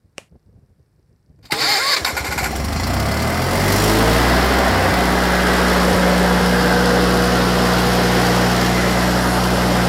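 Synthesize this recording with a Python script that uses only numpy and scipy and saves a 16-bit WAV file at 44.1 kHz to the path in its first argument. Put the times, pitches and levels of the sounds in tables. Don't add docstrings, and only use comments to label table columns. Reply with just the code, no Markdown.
import sys
import numpy as np
from scipy import signal
from scipy.io import wavfile

SR = 44100
rng = np.random.default_rng(int(sys.argv[2]) if len(sys.argv) > 2 else 0)


def transcribe(signal):
    frames = np.atleast_2d(signal).T
    limited = np.clip(frames, -1, 1)
    pcm = np.round(limited * 32767).astype(np.int16)
    wavfile.write(sys.argv[1], SR, pcm)


def natural_amplitude(level_db):
    exponent = np.asarray(level_db, float) / 20
    return 10 ** exponent


N = 435708
T = np.arange(N) / SR


def unit(x):
    return x / np.sqrt(np.mean(x ** 2) + 1e-20)


def white():
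    return rng.standard_normal(N)


def butter(x, order, hz, kind="low"):
    return signal.sosfilt(signal.butter(order, hz, kind, fs=SR, output="sos"), x)


def curves(rows):
    s, *columns = np.transpose(rows)
    return [np.interp(T, s, c) for c in columns]


def swell(s, width_s, lift):
    return lift * np.exp(-((T - s) / width_s) ** 2)


def drift(rate_hz):
    r = np.exp(-80 * np.pi * rate_hz / SR)
    draws = rng.standard_normal(N // 40 + 2002)
    slow = signal.lfilter([1], [1, -2 * r, r * r], draws)[2000:]
    return np.interp(np.arange(N) / 40, np.arange(len(slow)), unit(slow))


def clicks(times_s, heights):
    out = np.full(N, 1e-18)
    np.add.at(out, (np.asarray(times_s) * SR).astype(int), heights)
    return out


def resonate(x, peaks):
    out = 0
    for k, (hz, width_hz, db) in enumerate(peaks):
        r = np.exp(-np.pi * width_hz / SR)
        poles = [1, -2 * r * np.cos(2 * np.pi * hz / SR), r * r]
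        out = out + (-1) ** k * natural_amplitude(db) * signal.lfilter([1 - r, 0, r - 1], poles, x)
    return out


def noise(spectrum, patchy_db):
    hz, db = np.transpose(spectrum)
    octaves = np.log2(min(hz[-1], 17000) / hz[0])
    edges = hz[0] * 2 ** np.arange(0, octaves + .34, 1 / 3)
    sources, out = rng.standard_normal((2, N)), 0
    for k, (low, high) in enumerate(zip(edges, edges[1:])):
        band = butter(sources[k % 2], 2, [low, high], "band")
        level_db = np.interp(np.log(low * high) / 2, np.log(hz), db)
        out = out + band * natural_amplitude(level_db + patchy_db * (drift(0.43) + 1.1 * drift(19.0)))
    return unit(out)


def bursts(rows):
    high = low = 0
    for s, db, length_s, share_db in rows:
        rise = np.clip((T - s) / 0.0043, 0, 1)
        shape = natural_amplitude(db) * rise * np.exp(-np.abs(T - s) / length_s)
        high = high + shape
        low = low + shape * natural_amplitude(share_db)
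    return high, low


# t/s, peak level/dB, rise/s, fall/s (each per 20 dB)
GUSTS = [(.055, -53, .08, .08), (.205, -48, .03, 0.085), (.325, -44, .03, .05), (.357, -39.5, 0.037, 0.022),
         (.495, -46, 0.11, .03), (.58, -46.5, 0.13, 0.055), (.63, -47, .03, 0.066), (.7, -49, .03, .06),
         (.8, -49, 0.056, .07), (.998, -50, .04, .05), (1.11, -52.5, 0.071, .15), (1.3, -50, 0.087, 0.28),
         (1.395, -44, 0.02, 0.08), (1.45, -42.5, 0.046, 0.072)]


def wind():
    calm_db, span_db = -61, 20
    gusts_db = [db - span_db * np.maximum((s - T) / rise_s, (T - s) / fall_s) for s, db, rise_s, fall_s in GUSTS]
    wind_db = np.maximum(np.max(gusts_db, axis=0), calm_db)
    gust_db = wind_db + 2.0 * drift(25.0)
    lumps = unit(butter(white(), 2, [45.0, 150.0], "band"))
    slaps = unit(butter(white(), 3, [130.0, 500.0], "band"))
    return (natural_amplitude(gust_db) * lumps + natural_amplitude(1.5 * gust_db + 13.0) * slaps) * (T < 1.53)


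# f/Hz, level/dB per Hz
YARD = [(180, -26), (300, -4.5), (1190, -19), (1720, -17.5), (3350, -31), (4750, -22.5), (6410, -34),
        (7320, -27.5), (12300, -31), (16000, -38)]


def yard():
    return natural_amplitude(-71) * noise(YARD, patchy_db=.4)


# t/s, peak level/dB
LENS_TICKS = [(0.3137, -61), (0.7622, -70), (0.7801, -64), (0.8135, -65), (1.0774, -63), (1.1618, -66),
              (1.1947, -64), (1.3613, -66)]


def lens_motor():
    steady_s = np.arange(.0288, 1.5, 1 / 30)
    ticks = clicks(steady_s, natural_amplitude(-42.5 + rng.normal(0, 3.0, len(steady_s))))
    ticks += clicks([s for s, db in LENS_TICKS], [natural_amplitude(db + 19.5) for s, db in LENS_TICKS])
    return resonate(ticks, [(4630, 700, 0), (5700, 700, -1.5)])


# f/Hz, level/dB, t60/s
SWITCH = [(540, -21, 0.018), (794, -26, 0.0065), (2780, -14.5, 0.0076), (4150, -24, 0.002),
          (5830, -15, 0.0024), (8000, -16, 0.0022)]
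# f/Hz, width/Hz, level/dB
PANEL_RUSTLE = [(650, 400, 2), (2400, 500, 3), (2900, 500, 2), (4500, 2000, -8), (8500, 4000, -9.5)]


def switch():
    switch_s, panel_lag_s, panel_top_hz = .1814, .0017, 1000
    out, age = np.zeros(N), np.maximum(T - switch_s, 0)
    for hz, db, t60_s in SWITCH:
        is_panel = hz < panel_top_hz
        late = np.maximum(age - panel_lag_s * is_panel, 0)
        out += (-1) ** is_panel * natural_amplitude(db - 60 * late / t60_s) * np.sin(2 * np.pi * hz * late)
    rustle = natural_amplitude(-41.5 - 60 * age / 0.22) * (age > 0) * (age < .105)
    rustle += natural_amplitude(-51.0) * np.exp(np.minimum(T - switch_s, 0) / 0.0065) * (age == 0)
    out += rustle * unit(resonate(white(), PANEL_RUSTLE))
    return butter(out, 2, 11000.0)


# t/s, gear mesh f/Hz, ringing grind level/dB
STARTER = [(1.57, 203.7, -31.5), (1.62, 280, -20.5), (1.68, 396, -20.5), (1.725, 434.5, -17.5),
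           (1.772, 380, -20), (1.818, 529, -25), (1.905, 581, -20.5), (1.945, 525, -17.5), (2.04, 407, -15)]
# multiple, level/dB
MESH = [(1, 2), (2, 7.5), (3, 7), (4, 6), (5, 5), (6, 0)]
# f/Hz, width/Hz, level/dB
RING_GEAR = [(3060, 31, -12), (3560, 34, -8), (3770, 62, -5), (4200, 110, -5), (4490, 53, 0),
             (4690, 41, -2), (5020, 20, -1), (5300, 70, -7), (6100, 57, -17), (7120, 110, -14),
             (7430, 84, -14), (11800, 58, -16)]
HOUSING = [(800, 39, 2), (1096, 30, 7), (1400, 19, 8), (1680, 140, 1), (2110, 79, 0), (2340, 200, -5)]
PINION = [(4815, 57, 19), (7300, 870, -5.5), (11900, 500, -6)]
SOLENOID = [(70, 23, -12), (142, 5.5, -2), (294, 21, -4.5), (450, 16, -1.5)]
# f/Hz, width/Hz, level/dB
BELL = [(2120, 48, 3), (1640, 75, -8), (2320, 100, -2)]
KNOCK_BODY = [(770, 110, 4), (1474, 91, 8.5), (2060, 86, 7.5), (2290, 220, 4.5), (2950, 550, -23)]
CLUNK = [(300, 90, -3), (860, 160, 0), (1630, 260, 3)]
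# f/Hz, level/dB per Hz
GRIND = [(59, -49), (100, -13), (343, -8), (433, -2), (608, 0), (1080, -1), (1870, 2), (2080, 2),
         (2580, -3.5), (4570, 0.5), (5900, -13), (8500, -11), (12100, -13), (14000, -16), (16000, -28)]
# t/s, grind level/dB, length/s, ringing share/dB
JOLTS = [
    (1.519, -13, 0.01, -24),
    (1.762, -34, 0.014, -22),
    (1.962, -16.5, 0.021, -22),
]
# t/s, peak level/dB, length/s, housing share/dB
KEY = [(1.387, -49, 0.003, 12), (1.412, -56, 0.003, 14), (1.426, -34, 0.02, -9), (1.438, -45, 0.03, 8),
       (1.452, -23, 0.019, -27), (1.484, -43, 0.017, 3), (1.506, -7.5, 0.017, -5)]
# t/s, peak level/dB, length/s, housing share/dB
KNOCKS = [(2.046, 11.5, 0.0057, -7), (2.058, -5.5, 0.019, 4.5), (2.068, -16, 0.015, 6),
          (2.0774, -12.5, 0.04, 3), (2.165, -8, 0.012, 6), (2.174, -14, 0.026, 8.5),
          (2.243, -10.5, 0.018, 5), (2.263, -18.5, 0.024, 10), (2.312, -12, 0.01, 6),
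          (2.322, -9.5, 0.015, 6.5), (2.376, -8.5, 0.012, 9), (2.385, -14.5, 0.025, 8),
          (2.427, -16, 0.015, 11), (2.44, -7, 0.0096, 8.5), (2.456, -21, 0.012, 16),
          (2.466, -24, 0.012, 10), (2.555, -24, 0.012, 2)]


def starter():
    engage_s, release_s, stop_s, overrun_end_s = 1.518, 1.945, 2.04, 2.64
    mesh_hz, effort_db = curves(STARTER)
    freed_s = np.maximum(T - release_s, 0)
    fade_db = np.maximum(-702 * freed_s, -39 - 156 * freed_s - effort_db)
    whine_db = -33.5 + 6 * np.log2(mesh_hz / 400) + 2 * fade_db
    grind_db = -22.5 + 0.57 * (effort_db + 20.5) + fade_db
    jolt, jolt_ring = bursts(JOLTS)
    on = np.clip((T - engage_s) / 0.0023, 0, 1) * (T < stop_s)

    teeth = np.cumsum(mesh_hz * (1 + .006 * drift(50.0))) / SR
    whine = sum(natural_amplitude(db + 1.5 * drift(15.0)) * np.sin(2 * np.pi * k * teeth) for k, db in MESH)
    whine = butter(.65 * whine + 1.2 * resonate(whine, HOUSING), 6, 2300)

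    grit = white() * natural_amplitude(0.61 * drift(130.0))
    ring = lambda peaks: unit(resonate(grit, peaks))
    steel, housing, pinion = ring(RING_GEAR), ring(HOUSING), ring(PINION)
    broad = noise(GRIND, patchy_db=2.0)
    sizzle = unit(np.diff(broad, prepend=0))
    singing = steel + .6 * pinion + 0.25 * housing + 0.5 * ring(BELL)
    grinding = natural_amplitude(whine_db) * whine + (natural_amplitude(grind_db) + jolt) * broad
    grinding += (natural_amplitude(effort_db + fade_db) + jolt_ring) * singing

    thud = natural_amplitude(-42.0 - 40.0 * (T - 1.89)) * (T > 1.52) * ring(SOLENOID)
    clunk_s = .02
    thud += swell(engage_s + clunk_s / 2, clunk_s, natural_amplitude(-20)) * ring(CLUNK)

    rattle = np.clip(np.minimum(T - release_s, (overrun_end_s - T) / 2) / 0.018, 0, 1)
    overrun = natural_amplitude(-37.5) * rattle * (broad + 1.54 * ring([(380, 170, 0)]))

    high, low = bursts(KNOCKS + KEY)
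    knocks = high * (0.092 * steel + 0.06 * pinion + 0.075 * broad + 0.013 * sizzle)
    knocks += low * (0.091 * housing + 0.12 * ring(KNOCK_BODY) + 0.067 * ring(PINION[1:]))
    return on * (grinding + thud) + overrun + knocks


# t/s, start f/Hz, peak level/dB
CHIRPS = [(2.42, 680, -22), (2.455, 760, -27), (2.525, 700, -20), (2.9, 660, -21), (1.5, 820, -26)]


def chirps():
    length_s, hz_per_s, out = 0.01, 5200, 0
    for s, hz, db in CHIRPS:
        age = np.clip(T - s, 0, .1)
        out = out + swell(s + length_s, length_s, natural_amplitude(db)) * np.sin(2 * np.pi * (hz + hz_per_s * age / 2) * age)
    return out


# delay/ms, sway/ms, level/dB
ECHOES = [(3.3, .5, -17), (7.7, .6, -15), (12.9, .6, -15), (21.0, .6, -16)]


def echoes(x):
    out = x
    for ms, sway_ms, db in ECHOES:
        delay_s = (ms + sway_ms * drift(0.1502)) / 1000
        out = out + natural_amplitude(db) * np.interp(T - delay_s, T, x)
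    return out


def whoop():
    age = T - 4
    hz = 860 + 1100 * age + 1700 * age ** 2 + 35 * drift(60.0)
    glide = np.sin(2 * np.pi * np.cumsum(hz) / SR)
    return swell(4, 0.25, natural_amplitude(-28 + 3.0)) * (0.55 + 0.71 * drift(30.0)) * glide


# f/Hz, level/dB per Hz
RASP = [(41, -37), (70, -17), (128, -16.5), (158, -7), (184, -10.5), (281, -5.5), (400, -6.5), (560, -5),
        (730, -6.5), (860, -7.5), (1080, -9), (1180, -9), (1630, -10), (1980, -12.5), (2370, -22.5),
        (2600, -15.5), (3380, -38.5), (5720, -120)]
CLATTER = [(1350, -40), (2300, -8), (3080, 2.5), (3820, -1), (4190, 1), (5250, 2), (5880, -7.5),
           (6400, -17), (6600, -16), (8580, -48), (14500, -120)]
AIR = [(3530, -31), (6000, 1), (6400, 5), (7080, -4), (7500, 5), (10800, 5), (12900, 2.5), (15100, -15),
       (15800, -15)]
# f/Hz, width/Hz, level/dB
PANEL_MODES = [
    [(180, 97, 0)],
    [(531, 53, 0)],
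    [(685, 71, 0)],
    [(2030, 45, 0)],
    [(4110, 120, 3), (5620, 400, 3), (7110, 350, -1)],
    [(1590, 130, -2), (1450, 140, -4.5)],
    [(1040, 81, 0)],
]
# (t/s, width/s, lift/dB)
SYMPATHY = [(-50, [(2.7, 0.63, 21.5), (4.0, 0.86, 25), (9.6, 0.94, 18)]), (-41.5, [(4.85, 0.18, 17.5),
            (5.95, 0.26, 11.5), (6.6, 0.96, 14.5), (9.88, 0.54, 14.5)]), (-43, [(2.55, 0.041, 1),
            (3.1, 0.48, 14.5), (4.6, 0.76, 17.5), (6.3, 0.61, 6), (9.88, 0.7, 10)]),
            (-45.5, [(2.5, 0.05, 8), (2.95, 0.38, 4.5), (3.8, 0.87, 13.5), (5.15, 0.62, 11),
            (8.8, 0.32, 14.5)]), (-38.5, [(2.8, 0.049, 4.5), (3.8, 0.17, 9.5), (8.8, 0.68, 4.5)]),
            (-45.5, [(4.4, 0.72, 17), (6.6, 1, 21)]), (-50, [(4.4, 0.48, 16), (5.9, 0.5, 21),
            (7.9, 0.4, 13)])]
# (t/s, width/s, share)
SHADOW = (2290, 190, [(6.85, 0.51, 0.58), (9.3, 0.35, 0.28)])


def roar(rate, throttle, turns, law):
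    running = np.clip((T - 2.36) / 0.041, 0, 1)
    since_firing = (turns + .11) % 1 / rate
    since_cycle = (turns / 2 % 1) * 2 / rate
    blur = np.minimum(30 / rate, 1) ** 2
    puff = 1 + 1.15 * blur * np.exp(-since_firing / 0.0086)
    gulp_db = swell(3.76, 0.23, 2.8)
    slow = running * (30 / rate) ** 1.1 * natural_amplitude(2 * gulp_db - 1)
    force = natural_amplitude(rng.normal(0, 4.0, 600))[(turns - np.floor(turns[0])).astype(int)]
    cycle_clack = 1.2 * blur * np.exp(-(since_cycle / 0.013) ** 2)
    turn_clack = 1.26 * np.exp(-((turns % 1) / rate / 0.0079) ** 2)
    clack = 1 + slow * force * (cycle_clack + turn_clack)

    out = natural_amplitude(law['rasp'] + 4.5) * puff * noise(RASP, patchy_db=-0.78)
    out += clack ** np.sqrt(blur) * natural_amplitude(law['clatter'] - 1.0) * noise(CLATTER, patchy_db=.4)
    hiss = unit(butter(white(), 2, [11500.0, 17000.0], "band"))
    intake = natural_amplitude(-7) * np.clip(6.0 - T, .2, 1) * hiss
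    out += clack * natural_amplitude(law['air'] + 0.5 + gulp_db) * (noise(AIR, patchy_db=.4) + intake)

    shake = white() * (1 + 2.3 * blur * np.exp(-since_firing / 0.0044))
    for modes, (db, moments) in zip(PANEL_MODES, SYMPATHY):
        out += natural_amplitude(db + sum(swell(*m) for m in moments)) * unit(resonate(shake, modes))
    out += whoop()
    shade_hz, shade_width_hz, shades = SHADOW
    out -= sum(swell(*m) for m in shades) * resonate(out, [(shade_hz, shade_width_hz, 0)])
    return natural_amplitude(-1.0) * echoes(out) * np.clip((T - 1.96) / 0.016, 0, 1)


# t/s, peak level/dB
CATCHES = [(2.01, -17), (2.125, -16), (2.199, -14), (2.281, -13), (2.357, -15), (2.419, -12)]
# f/Hz, width/Hz, level/dB
SILENCER = [(66, 30, 0), (130, 60, -6), (340, 120, -12), (720, 200, -18)]


def thumps(throttle, turns):
    fired_s = np.flatnonzero(np.diff(np.floor(turns + 0.099)) * (T[1:] > 2.45)) / SR
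    uneven = clicks(fired_s, rng.normal(0.18, 1, 600)[:len(fired_s)] * natural_amplitude(-35.0))
    first = clicks([s for s, db in CATCHES], [natural_amplitude(db) for s, db in CATCHES])
    first = signal.lfilter(*signal.butter(3, 125.0, fs=SR), first)
    first = natural_amplitude(48.5) * resonate(first, [(69.0, 10.0, 1.5), (124, 50, -9.0)])
    return natural_amplitude(47.0 + 3.1 * throttle) * resonate(uneven, SILENCER) + first


# f/Hz, level/dB at full speed and throttle
PIPE = [(20, -64), (47, -25), (63, -16.5), (86, -20.5), (100, -18.5), (118, -23.5), (160, -24.5),
        (190, -27)]


def exhaust_db(rate, throttle, near):
    hz, db = np.transpose(PIPE)
    shut_db, near_db, levels = (-4.5, -9, 1.2), (-3, -1.5, 5.5), []
    for k in range(3):
        pipe_db = np.interp(np.log((k + 1) * rate), np.log(hz), db)
        speed_db = 13 * np.log10(rate / GOVERNED_HZ)
        levels.append(pipe_db + speed_db + shut_db[k] * (1 - throttle) ** 2 + near_db[k] * near)
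    one, two, three = levels
    null_hz, step_hz = 137.4, 13.6
    wall = .8 * np.clip(2 * throttle, 0, 1) * np.clip(rate / 10 - 3.4, 0, 1)
    comb = 1 + wall ** 2 - 2 * wall * np.cos(2 * np.pi * (3 * rate - null_hz) / step_hz)
    three = three + 10 * np.log10(comb / (1 + wall)) + swell(6.06, 1, 5.8)
    two = two + 20 * np.log10(np.abs(1 - 4.47 * near) + .03)
    return one, two, three


# multiple of firing rate, level/dB at full speed
ORDERS_DB = [(2.5, -40), (3.5, -37), (4, -29), (5, -33), (6, -34), (7, -39), (9, -39), (10, -37), (11, -36),
             (13, -41), (14, -38), (16, -41), (22, -40), (22.5, -40), (24, -40)]
# multiple, t/s, width/s, level/dB
SINGING = [(4, 2.75, .3, -35), (5, 3.25, .3, -35), (6, 3.25, .25, -35), (7, 3.0, .2, -39),
           (17, 3.36, .12, -28), (16, 3.47, .08, -34), (12, 3.65, .1, -35), (14, 4.0, .14, -33),
           (11, 4.7, .2, -35), (13, 5.35, .3, -35), (9, 5.9, .4, -34), (12, 6.8, .7, -36),
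           (12, 7.9, .35, -36), (12, 9.5, .6, -37), (8, 8.1, .35, -33), (5, 4.15, .2, -36),
           (18, 9.4, .5, -39), (8, 4.05, .15, -36), (17.5, 3.62, .1, -32)]
# t/s, length/s, strength/0-1
MISFIRES = [(4.69, .23, 1.0), (5.925, .04, 1.1), (6.385, .035, .45), (9.56, .035, .4)]
# multiple, level/dB
LIMP = [(.5, -47.5), (1.5, -22), (2.5, -32), (3.5, -29), (4.5, -38)]


def orders(rate, throttle, near, turns, law):
    def tone(k, lag=None):
        lag = .137 * k ** 2 if lag is None else lag
        return np.sqrt(2) * np.sin(2 * np.pi * (k * turns + lag))

    def order(k, db, lag=None):
        return natural_amplitude(db + 0.53 * drift(3.3)) * tone(k, lag)

    limp = 0
    for s, length_s, share in MISFIRES:
        limp = limp + share * np.clip(np.minimum(T - s, s + length_s - T) / 0.004, 0, 1)

    one_db, two_db, three_db = exhaust_db(rate, throttle, near)
    out = order(1, one_db, 0) + order(2, two_db, .25) + order(3, three_db, 0)
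    out += order(8, law['fan8'] + swell(6.8, 1, 13))
    out += order(12, law['fan12'])
    weak = 0
    for k, db in ORDERS_DB:
        can_db = throttle * 10 * np.exp(-((k * rate - 328) / 28) ** 2)
        weak = weak + order(k, db + drift(8.0) + can_db) * (rate / 60.4) ** (.15 * k)
    out += natural_amplitude(law['weak']) * weak
    out += sum(swell(s, width_s, natural_amplitude(db)) * tone(k) for k, s, width_s, db in SINGING)
    out *= 1 - 0.5 * np.minimum(limp, 1)
    out += limp * sum(order(k, db) for k, db in LIMP)
    return natural_amplitude(-0.66) * np.clip((T - 2.33) / 0.33, 0, 1) * out


# t/s, firing rate f/Hz
SPEED = [(2.4, 19.4), (2.63, 23.3), (3.02, 33.6), (3.42, 43.1), (3.75, 50.3), (3.92, 54.1), (4.05, 56.4),
         (4.27, 60.3), (4.5, 63.8), (4.69, 62.8), (5.04, 60.3), (5.57, 60.7), (6.3, 60.25), (6.85, 60.5),
         (7.45, 60.3), (8.6, 60.45), (9.36, 60.8), (9.88, 60.2)]
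GOVERNED_HZ = 60.4
# t/s, throttle opening/0-1
THROTTLE = [(2.4, 0.4), (3.5, 0.5), (3.63, 0.86), (3.9, 0.94), (4.15, 0.8), (4.42, 0.26), (4.62, 0),
            (5.1, 0)]
# t/s, nearness to cylinders/0-1, gain/dB
WALK = [(5.15, 0, -2.5), (5.6, 0.06, 0.2), (6.11, 0.33, -0.9), (6.54, 0.57, 0), (7.27, 0.77, 0.2),
        (8.3, 0.97, 2.1), (9.3, 0.77, -2.5), (9.88, .98, -1)]
# level/dB at governed speed, slope/dB per dB speed, open throttle/dB, near/dB, walk gain share
LAWS = dict(rasp=(-21, 2, 2, -2.5, 0.66), clatter=(-27, 2.5, 5, -0.3, 0.78), air=(-36.5, 1.08, 5.5, -1, 1),
        fan8=(-39, 3.5, 22.5, 6.5, 0.8), fan12=(-36, 2, -1, 0, -1), weak=(-0.5, 0, 2.2, 0, 0.6))


def engine():
    (rate,), (throttle,), (near, walk_db) = curves(SPEED), curves(THROTTLE), curves(WALK)
    controls = [1, 20 * np.log10(rate / GOVERNED_HZ), throttle, near, walk_db]
    law = {name: sum(a * c for a, c in zip(row, controls)) for name, row in LAWS.items()}
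    turns = np.cumsum(rate) / SR
    turns = turns - turns[int(2.937 * SR)]
    return roar(rate, throttle, turns, law) + thumps(throttle, turns) + orders(rate, throttle, near, turns, law)


# t/s, peak level/dB
TAPPETS = [(2.6495, -22), (2.7284, -21), (2.7673, -20), (2.8062, -30), (2.836, -13.5), (2.875, -25),
           (2.9065, -24), (2.9404, -25), (2.9713, -20), (2.9982, -22), (3.0601, -23), (3.1175, -18),
           (3.1694, -17), (3.1993, -17), (3.2257, -18), (3.3405, -19), (3.3684, -25), (3.3943, -23),
           (3.4203, -23), (3.4392, -22), (3.4836, -18), (3.5295, -23), (3.5679, -17), (3.6054, -17)]
# f/Hz, width/Hz, level/dB
TAPPET_RING = [(4540, 510, 10), (5250, 330, 5), (6060, 500, -4), (7100, 300, -12), (3100, 500, -13)]


def tappets():
    ticks, _ = bursts([(s, db - 8, 0.011, 0) for s, db in TAPPETS])
    return ticks * unit(resonate(white(), TAPPET_RING))


# f/Hz, width/Hz, level/dB
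SHROUD = [(7100, 500, -5), (7950, 300, 0), (8600, 400, -1), (9300, 450, -1), (10300, 700, 1),
          (11300, 800, 0)]


def shroud():
    shiver = white()
    jingle = sum(natural_amplitude(4.0 * drift(5.0)) * resonate(shiver, [mode]) for mode in SHROUD)
    return natural_amplitude(-46 + swell(9.18, 0.65, 10)) * (T > 5) * unit(jingle)


def scene():
    background = wind() + yard() + lens_motor()
    return (background + switch() + starter() + chirps() + engine() + tappets() + shroud())[None]


def roll_off(x):
    return signal.sosfilt(signal.butter(12, 15830, fs=SR, output="sos"), x)


def record(dry):
    x = butter(dry, 3, 40.0, "high")
    x = .85 * np.tanh(x / .85)
    x = signal.sosfilt(signal.ellip(10, .5, 60, 15800, fs=SR, output="sos"), x)
    return roll_off(x)


dry = scene()
out = record(dry)
transcribe(out)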